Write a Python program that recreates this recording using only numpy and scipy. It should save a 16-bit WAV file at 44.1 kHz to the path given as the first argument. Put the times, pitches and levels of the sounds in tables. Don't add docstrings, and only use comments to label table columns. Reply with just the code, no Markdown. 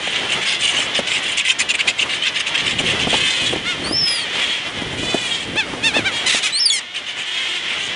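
import sys
import numpy as np
from scipy import signal
from scipy.fft import rfft, irfft, next_fast_len
from scipy.io import wavfile

SR = 44100
rng = np.random.default_rng(int(sys.argv[2]) if len(sys.argv) > 2 else 0)


def digitize_waveform(pressure):
    field = np.atleast_2d(pressure).T
    bounded = np.clip(field, -1, 1)
    quanta = np.round(bounded * 32767).astype(np.int16)
    wavfile.write(sys.argv[1], SR, quanta)


N = 350595
T = np.arange(N) / SR
TOP_HZ = 10100


def undb(db):
    return 10 ** (np.asarray(db) / 20)


def unit(x):
    return x / np.sqrt(np.mean(x ** 2) + 1e-18)


def curves(rows, t):
    s, *columns = np.transpose(rows)
    return [np.interp(t, s, c) for c in columns]


def span(start, end):
    return T[max(int(start * SR), 0):int(end * SR)]


def add(out, t, x):
    i = round(t[0] * SR)
    out[i:i + len(x)] += x


def colour(x, points, tilt_db=0):
    n = 2 * next_fast_len(len(x) // 2 + 512)
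    octave = np.log2(np.maximum(np.arange(n // 2 + 1) * SR / n, 1))
    hz, db = np.transpose(points)
    gain_db = np.interp(octave, np.log2(hz), db + tilt_db * np.log2(hz))
    cepstrum = irfft(np.log(undb(gain_db)))
    cepstrum[1:n // 2] *= 2
    cepstrum[n // 2 + 1:] = 0
    response = np.exp(rfft(cepstrum))
    return unit(irfft(rfft(x, n) * response)[:len(x)])


def walk(t, rate):
    steps = rng.standard_normal(4096)
    return np.interp((t - t[0]) * rate, np.arange(len(steps)), steps, period=len(steps))


def turns_of(hz):
    return 2 * np.pi * np.cumsum(hz) / SR


def syrinx(t, hz, rough, split=0, jitter=0.0504, air=0.85):
    phase = turns_of(hz * (1 + jitter * rough * walk(t, 500)))
    count = int(TOP_HZ / np.mean(hz)) + 1
    pulses = unit(sum(np.cos(k * phase) for k in range(1, count + 1)))
    pulses = pulses * (1 + split * np.cos(phase / 2))
    breath = np.resize(rng.standard_normal(2 ** 15), len(t))
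    puffs = unit(breath * (1 + np.cos(phase)) ** 2)
    return (pulses + air * rough * puffs) / np.sqrt(1 + (air * rough) ** 2)


def scatter(x, ring_s):
    age = span(0, .02)
    shapes = rng.standard_normal((4, len(age))) * np.exp(-age / ring_s)
    blend = np.array([walk(T[:len(x)], 70) for _ in shapes])
    rings = signal.fftconvolve(x[None], shapes, axes=1)[:, :len(x)]
    return unit(np.sum(rings * blend, axis=0) / np.linalg.norm(blend, axis=0))


def swell(t, centre, length, rise=2.5, fall=2.98):
    power = np.where(t < centre, rise, fall)
    return np.exp(-np.abs(2 * (t - centre) / length) ** power)


def arch(t, centre, length):
    return 1 - .21 * (1 - np.exp(-((t - centre) / (.66 * length)) ** 2))


def gate(t, attack_s, release_s):
    return np.clip(np.minimum((t - t[0]) / attack_s, (t[-1] - t) / release_s), 0, 1)


# frequency in Hz, filter gain in dB.
COLONY_COLOUR = [(300, -29.5), (800, -13), (1400, -11.5), (2000, -0.5), (2600, -3.5), (3150, 3),
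                 (3700, -5.5), (4600, -15.5), (6500, -19.5), (10000, -36)]
# time in seconds, level in dB.
COLONY_SWELLS = [(0, -25), (1.3, -25.5), (1.9, -32.5), (2.6, -25), (3.2, -21.5), (3.9, -29), (4.3, -24),
                 (5.55, -33), (6.2, -27), (6.65, -28), (6.9, -33.5), (7.4, -23.5), (7.95, -24)]


def colony(count=170, blur_db=-3):
    calls = np.zeros(N)
    for k, (when, size, pitch, rough, loud) in enumerate(rng.random((count, 5))):
        centre, length = (k + when) / count * T[-1], .06 + .2 * size ** 2
        t = span(centre - length, centre + length)
        hz = (340 + 400 * pitch ** 2) * arch(t, centre, 1.5 * length) * (1 + .018 * walk(t, 70))
        voice = syrinx(t, hz, .25 + .5 * rough)
        add(calls, t, voice * swell(t, centre, length) * undb(7 * loud))
    wash = undb(blur_db + 2 * walk(T, 25)) * rng.standard_normal(N)
    return colour(unit(calls) + wash, COLONY_COLOUR) * undb(curves(COLONY_SWELLS, T)[0])


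# frequency in Hz, filter gain in dB.
WATER_COLOUR = [(25, -31), (70, -10.5), (160, -4.5), (300, -2.5), (600, -2.5), (1100, -4.5), (2000, -5),
                (8000, -23)]
# time in seconds, level in dB.
LAPPING = [(.6, -31), (1.6, -33), (6.3, -32), (6.6, -39.5), (7.2, -42.5), (7.95, -34)]


def water(lap_db=3.5):
    level_db = curves(LAPPING, T)[0] + lap_db * walk(T, 16)
    return colour(rng.standard_normal(N), WATER_COLOUR) * undb(level_db)


# start in seconds, length in seconds, level in dB.
WIND_GUSTS = [(2.735, 0.4255, -28.5), (3.508, .13, -30), (3.797, 0.15, -31), (4.779, 0.3, -29),
              (5.48, .54, -33), (7.868, .04, -42)]
GUST_RISE_S, GUST_FALL_S = .08, .11
CALM_DB = -15


def breeze():
    power = undb(curves(LAPPING, T)[0] + CALM_DB) ** 2
    for start, length, db in WIND_GUSTS:
        before = np.maximum(start - T, 0) / GUST_RISE_S
        after = np.maximum(T - start - length, 0) / GUST_FALL_S
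        power = power + (undb(db) * np.exp(-before - after)) ** 2
    return np.sqrt(power)


EDDY_DB, EDDY_HZ = 10.5, 322


def eddies(count=2):
    pops = []
    for start, length, db in WIND_GUSTS:
        for when, pitch in rng.random((count, 2)):
            moment = min(start + when * length, T[-1] - .02)
            pops.append((moment, db + EDDY_DB, EDDY_HZ * 2 ** (pitch - .5)))
    return pops


# frequency in Hz, filter gain in dB.
WIND_COLOUR = [(20, -19), (60, -5.5), (120, 0.5), (280, -1.5), (500, -6), (1000, -22), (3000, -30)]
# start in seconds, level in dB, pitch in Hz.
STRONG_POPS = [(.073, -21.5, 605), (.788, -18.5, 413), (0.989, -8, 560), (3.071, -12, 252),
               (3.129, -13, 600), (3.14, -10.5, 842), (3.533, -16, 253), (3.56, -14.5, 332),
               (3.91, -15, 283), (5.143, -8, 304), (5.558, -15.5, 346), (5.964, -11, 570),
               (5.99, -14.5, 290), (6.345, -19, 700)]


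def wind(gust_db=3, cycles=1.0, pop_db=0, wake=0.747, wake_s=0.009):
    out = colour(rng.standard_normal(N), WIND_COLOUR) * breeze() * undb(gust_db * walk(T, 45))
    wake_colour = [(50, -16.0), (250, 2.5), (650, 2.5), (1100, -8.0), (2500, -25.0)]
    for start, db, hz in STRONG_POPS + eddies():
        t = span(start, start + 0.094)
        age = t - start
        turn = (age - .0035) * hz
        slap = np.sin(2 * np.pi * turn) * np.exp(-(turn / cycles) ** 2)
        eddy = np.resize(colour(rng.standard_normal(4096), wake_colour), len(t))
        add(out, t, undb(db + pop_db) * (slap + wake * eddy * np.exp(-age / wake_s)))
    return out


# centre in seconds, length in seconds, level in dB,
# treble against that level in dB (before treble_db is added).
CACKLE_NOTES = [(.078, .13, -24.5, -15), (0.164, 0.076, -21, -17.5), (0.324, 0.062, -17.5, -15.5),
                (0.428, 0.0309, -22, -13), (0.506, .11, -16.5, -16), (0.668, 0.13, -18, -9.5),
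                (0.799, 0.13, -18, -13.5), (0.972, 0.056, -16.5, -16), (1.082, 0.028, -19.5, -12),
                (1.145, .1, -18.5, -12), (1.289, 0.1216, -21.5, -13), (1.392, 0.0428, -15, -10.5),
                (1.47, 0.048, -17.5, -14.5), (1.505, 0.043, -14.5, -12), (1.607, .038, -12, -11),
                (1.705, 0.032, -14, -13), (1.75, 0.0237, -17, -12.5), (1.804, 0.038, -15, -18.5),
                (1.89, 0.036, -12, -14.5), (2.011, 0.055, -15.5, -15.5), (2.135, 0.0942, -18.5, -17.5),
                (2.235, 0.04, -19.5, -19.5), (2.275, 0.0435, -16, -20.5), (2.369, 0.045, -18.5, -17),
                (2.406, .022, -18.5, -13), (2.481, 0.0336, -17.5, -16), (2.555, 0.0239, -16, -19),
                (2.596, 0.046, -18, -18), (2.692, 0.0838, -18.5, -15.5), (2.799, 0.0302, -18, -11.5),
                (2.891, 0.0807, -19, -15.5), (3.02, .055, -18, -17), (3.148, 0.054, -21, -21.5),
                (6.971, 0.054, -22.5, -17.5), (7.094, 0.061, -25.5, -15.5), (7.204, 0.0682, -22.5, -15.5),
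                (7.721, 0.082, -25, -17.5), (7.837, 0.1155, -27, -10.5)]
# frequency in Hz, filter gain in dB.
RASP_BODY = [(400, -27.5), (1400, -15), (2000, -1.5), (2400, 0), (3000, 0), (3600, -3), (4400, -11.5),
             (5200, -13), (7000, -41.5)]
# frequency in Hz, filter gain in dB.
RASP_EDGE = [(3500, -34.5), (5000, -15.5), (6200, 2), (7100, 3.5), (8200, 0), (9400, -1.5), (10200, -22)]
BEAK_HZ, SOFT_DB, BEAK_SAG_HZ_PER_DB = 2946, -20, 42
BEAK_SCATTER = .04


def cackles(flutter_db=1.5, body_db=0, treble_db=1, beak_gain=0.97, beak_width_hz=450):
    out = np.zeros(N)
    for (centre, length, db, bright_db), chance in zip(CACKLE_NOTES, rng.standard_normal(len(CACKLE_NOTES))):
        beak_hz = BEAK_HZ - BEAK_SAG_HZ_PER_DB * max(db - SOFT_DB, 0)
        beak_hz *= 1 + BEAK_SCATTER * chance
        t = span(centre - length, centre + length)
        hz = beak_hz / 5 * arch(t, centre, 1.3 * length)
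        voice = syrinx(t, hz, rough=.9, jitter=.08)
        flaps = scatter(voice, ring_s=.0012) * undb(flutter_db * walk(t, 260))
        beak = signal.lfilter(*signal.iirpeak(beak_hz, beak_hz / beak_width_hz, fs=SR), flaps)
        body = undb(body_db) * colour(flaps + beak_gain * beak, RASP_BODY)
        body = body * swell(t, centre, length, rise=3.6, fall=2.05)
        edge = undb(bright_db + treble_db) * colour(flaps, RASP_EDGE)
        edge = edge * swell(t, centre, length, rise=5, fall=3.5)
        add(out, t, (body + edge) * undb(db))
    return out


# start, top and end in seconds, top pitch in Hz, level at the
# top in dB, crescendo in dB per second, roughness at the top from 0 to 1, brightness in dB per octave.
WAIL_CALLS = [(3.07, 3.279, 3.58, 514, -21, 3.5, 0.26, 0), (4.049, 4.148, 4.3, 472, -24.5, -20, 0.36, -2.5),
              (4.32, 4.428, 4.65, 470, -21.5, -10, 0.71, -3), (4.966, 5.121, 5.48, 499, -24, 7, 0.11, -1),
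              (6.109, 6.192, 6.3, 472, -24, -23, .12, 0), (7.248, 7.399, 7.7, 367, -25.5, -4, 0.01, -2.5)]
# frequency in Hz, filter gain in dB.
WAIL_COLOUR = [(400, -30.5), (1400, -27), (1900, -12), (2500, -7), (2950, -6), (3280, -0.5), (3650, -8.5),
               (4700, -17.5), (5500, -21), (7200, -18), (8400, -21), (10000, -25.5)]
WAIL_SAG_PER_S, WAIL_TOP_S, HOARSE_PER_SAG, HOARSEST = .55, .12, 7.3, 0.76
WAIL_ATTACK_S, WAIL_RELEASE_S = 0.032, 0.11


def wails(tremor_db=2):
    out = np.zeros(N)
    for start, top, end, top_hz, top_db, crescendo_db, top_rough, tilt_db in WAIL_CALLS:
        t = span(start, end)
        sag = WAIL_SAG_PER_S * (np.hypot(t - top, WAIL_TOP_S) - WAIL_TOP_S)
        hz = top_hz * (1 - sag) * (1 + .006 * walk(t, 50))
        rough = np.minimum(top_rough + HOARSE_PER_SAG * sag, HOARSEST)
        voice = syrinx(t, hz, rough, jitter=.06, air=1.2)
        call = colour(voice + .5 * scatter(voice, ring_s=.002), WAIL_COLOUR, tilt_db)
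        db = top_db + crescendo_db * (t - top) + tremor_db * walk(t, 88.6)
        add(out, t, call * undb(db) * gate(t, WAIL_ATTACK_S, WAIL_RELEASE_S))
    return out


# top in seconds, length in seconds, top pitch in Hz, level
# in dB, half-pitch share from 0 to 1, harshness from 0 to 1, brightness in dB per octave.
YELP_CALLS = [(3.694, .085, 729, -20, 0.2, 0.07, -2.5), (5.59, 0.046, 886, -12, 0, 0, -6),
              (5.863, 0.059, 915, -12, 0.03, 0.16, -2), (5.967, .055, 893, -13.5, 0.07, 0.22, -5),
              (6.068, 0.039, 790, -13.5, 0, 0, -5.5), (6.275, 0.026, 1026, -12.5, 0.17, 0.26, 2.5),
              (6.3, 0.042, 903, -15, .6, 0.78, 2.5), (6.339, 0.036, 984, -13, 0.28, 0.45, 2),
              (6.367, 0.049, 920, -16.5, 0.6, 0.37, 3), (6.453, 0.054, 853, -15.5, 0.7, 0.22, 2.5)]
# frequency in Hz, filter gain in dB.
YELP_COLOUR = [(400, -43), (900, -24), (1300, -8.5), (1750, -13.5), (2100, -4), (2650, -3.5), (3100, -7.5),
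               (3600, -3.5), (4600, -15.5), (6500, -17), (10000, -24)]


def yelps(skirt=0.18, snap=14):
    out = np.zeros(N)
    for centre, length, hz, db, split, harsh, tilt_db in YELP_CALLS:
        t = span(centre - 1.9 * length, centre + 2 * length)
        late = np.maximum(t - centre, 0) / length
        slide = np.exp(-.1 * split * late)
        pitch = hz * arch(t, centre, length) * slide * (1 + .006 * walk(t, 200))
        voice = syrinx(t, pitch, harsh, split, jitter=.07, air=1.2)
        cry = colour(voice + .75 * split * scatter(voice, ring_s=.001), YELP_COLOUR, tilt_db)
        effort = (1 - skirt) * swell(t, centre, length, rise=2 + snap * harsh)
        effort = effort + skirt * swell(t, centre + length / 2, 1.49 * length)
        add(out, t, cry * undb(db + 4 * harsh * walk(t, 300)) * effort)
    return out


# time in seconds, pitch in Hz, level in dB.
YOUNG_WHISTLES = [
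    [(3.83, 4330, -52.5), (3.842, 4267, -28), (3.92, 4933, -31), (3.936, 5190, -17), (3.984, 5380, -17.5),
     (4.058, 5200, -15.5), (4.156, 4870, -25), (4.224, 4420, -30.5), (4.245, 4100, -37)],
    [(6.52, 3834, -28), (6.55, 4115, -18), (6.588, 4560, -21), (6.598, 5345, -17), (6.61, 5480, -18),
     (6.63, 5180, -17.5), (6.65, 5280, -18.5), (6.662, 4780, -10), (6.678, 4580, -23), (6.698, 4390, -18),
     (6.704, 3450, -11.5), (6.784, 3045, -24), (6.8, 2700, -26)],
]
# time in seconds, cracked share from 0 to 1.
VOICE_CRACK = [(6.715, 0), (6.74, .85)]
WHISTLE_EDGE_S = 0.0067


def whistles(second_db=-7.5, third_db=-13, cracked_db=-9.5):
    out = np.zeros(N)
    for rows in YOUNG_WHISTLES:
        t = span(rows[0][0], rows[-1][0])
        hz, db = curves(rows, t)
        crack, = curves(VOICE_CRACK, t)
        strain = (hz / hz.max()) ** 6
        fast_shake = (.007 + .008 * strain + .012 * crack) * walk(t, 1100)
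        slow_shake = .005 * strain * walk(t, 300)
        phase = turns_of(hz * (1 + fast_shake + slow_shake))
        tone = np.sin(phase) + undb(second_db) * np.sin(2 * phase) + undb(third_db) * np.sin(3 * phase)
        squawk = undb(cracked_db) * sum(np.cos(k * phase / 3) * np.sqrt(2 / k) for k in range(2, 10))
        cry = np.sqrt(2) * ((1 - crack) * tone + 2 * crack * squawk)
        add(out, t, cry * undb(db + 2 * walk(t, 149.3)) * gate(t, WHISTLE_EDGE_S, WHISTLE_EDGE_S))
    return out


def harbour(x, echo_db=-15, t60=0.091):
    t = span(0, .5)
    tail = rng.standard_normal(len(t)) * undb(-60 * t / t60) * (t > .004)
    tail = unit(tail) / np.sqrt(len(t))
    return x + undb(echo_db) * signal.fftconvolve(x, tail)[:N]


def scene():
    gulls = cackles() + wails() + yelps() + whistles()
    return (harbour(gulls) + colony() + water() + wind())[None]


def record(dry):
    rounded = dry / (1 + (dry / .78) ** 6) ** (1 / 6)
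    low_pass = signal.ellip(12, .2, 80, TOP_HZ, fs=SR, output="sos")
    return signal.sosfilt(low_pass, rounded)


dry = scene()
out = record(dry)
digitize_waveform(out)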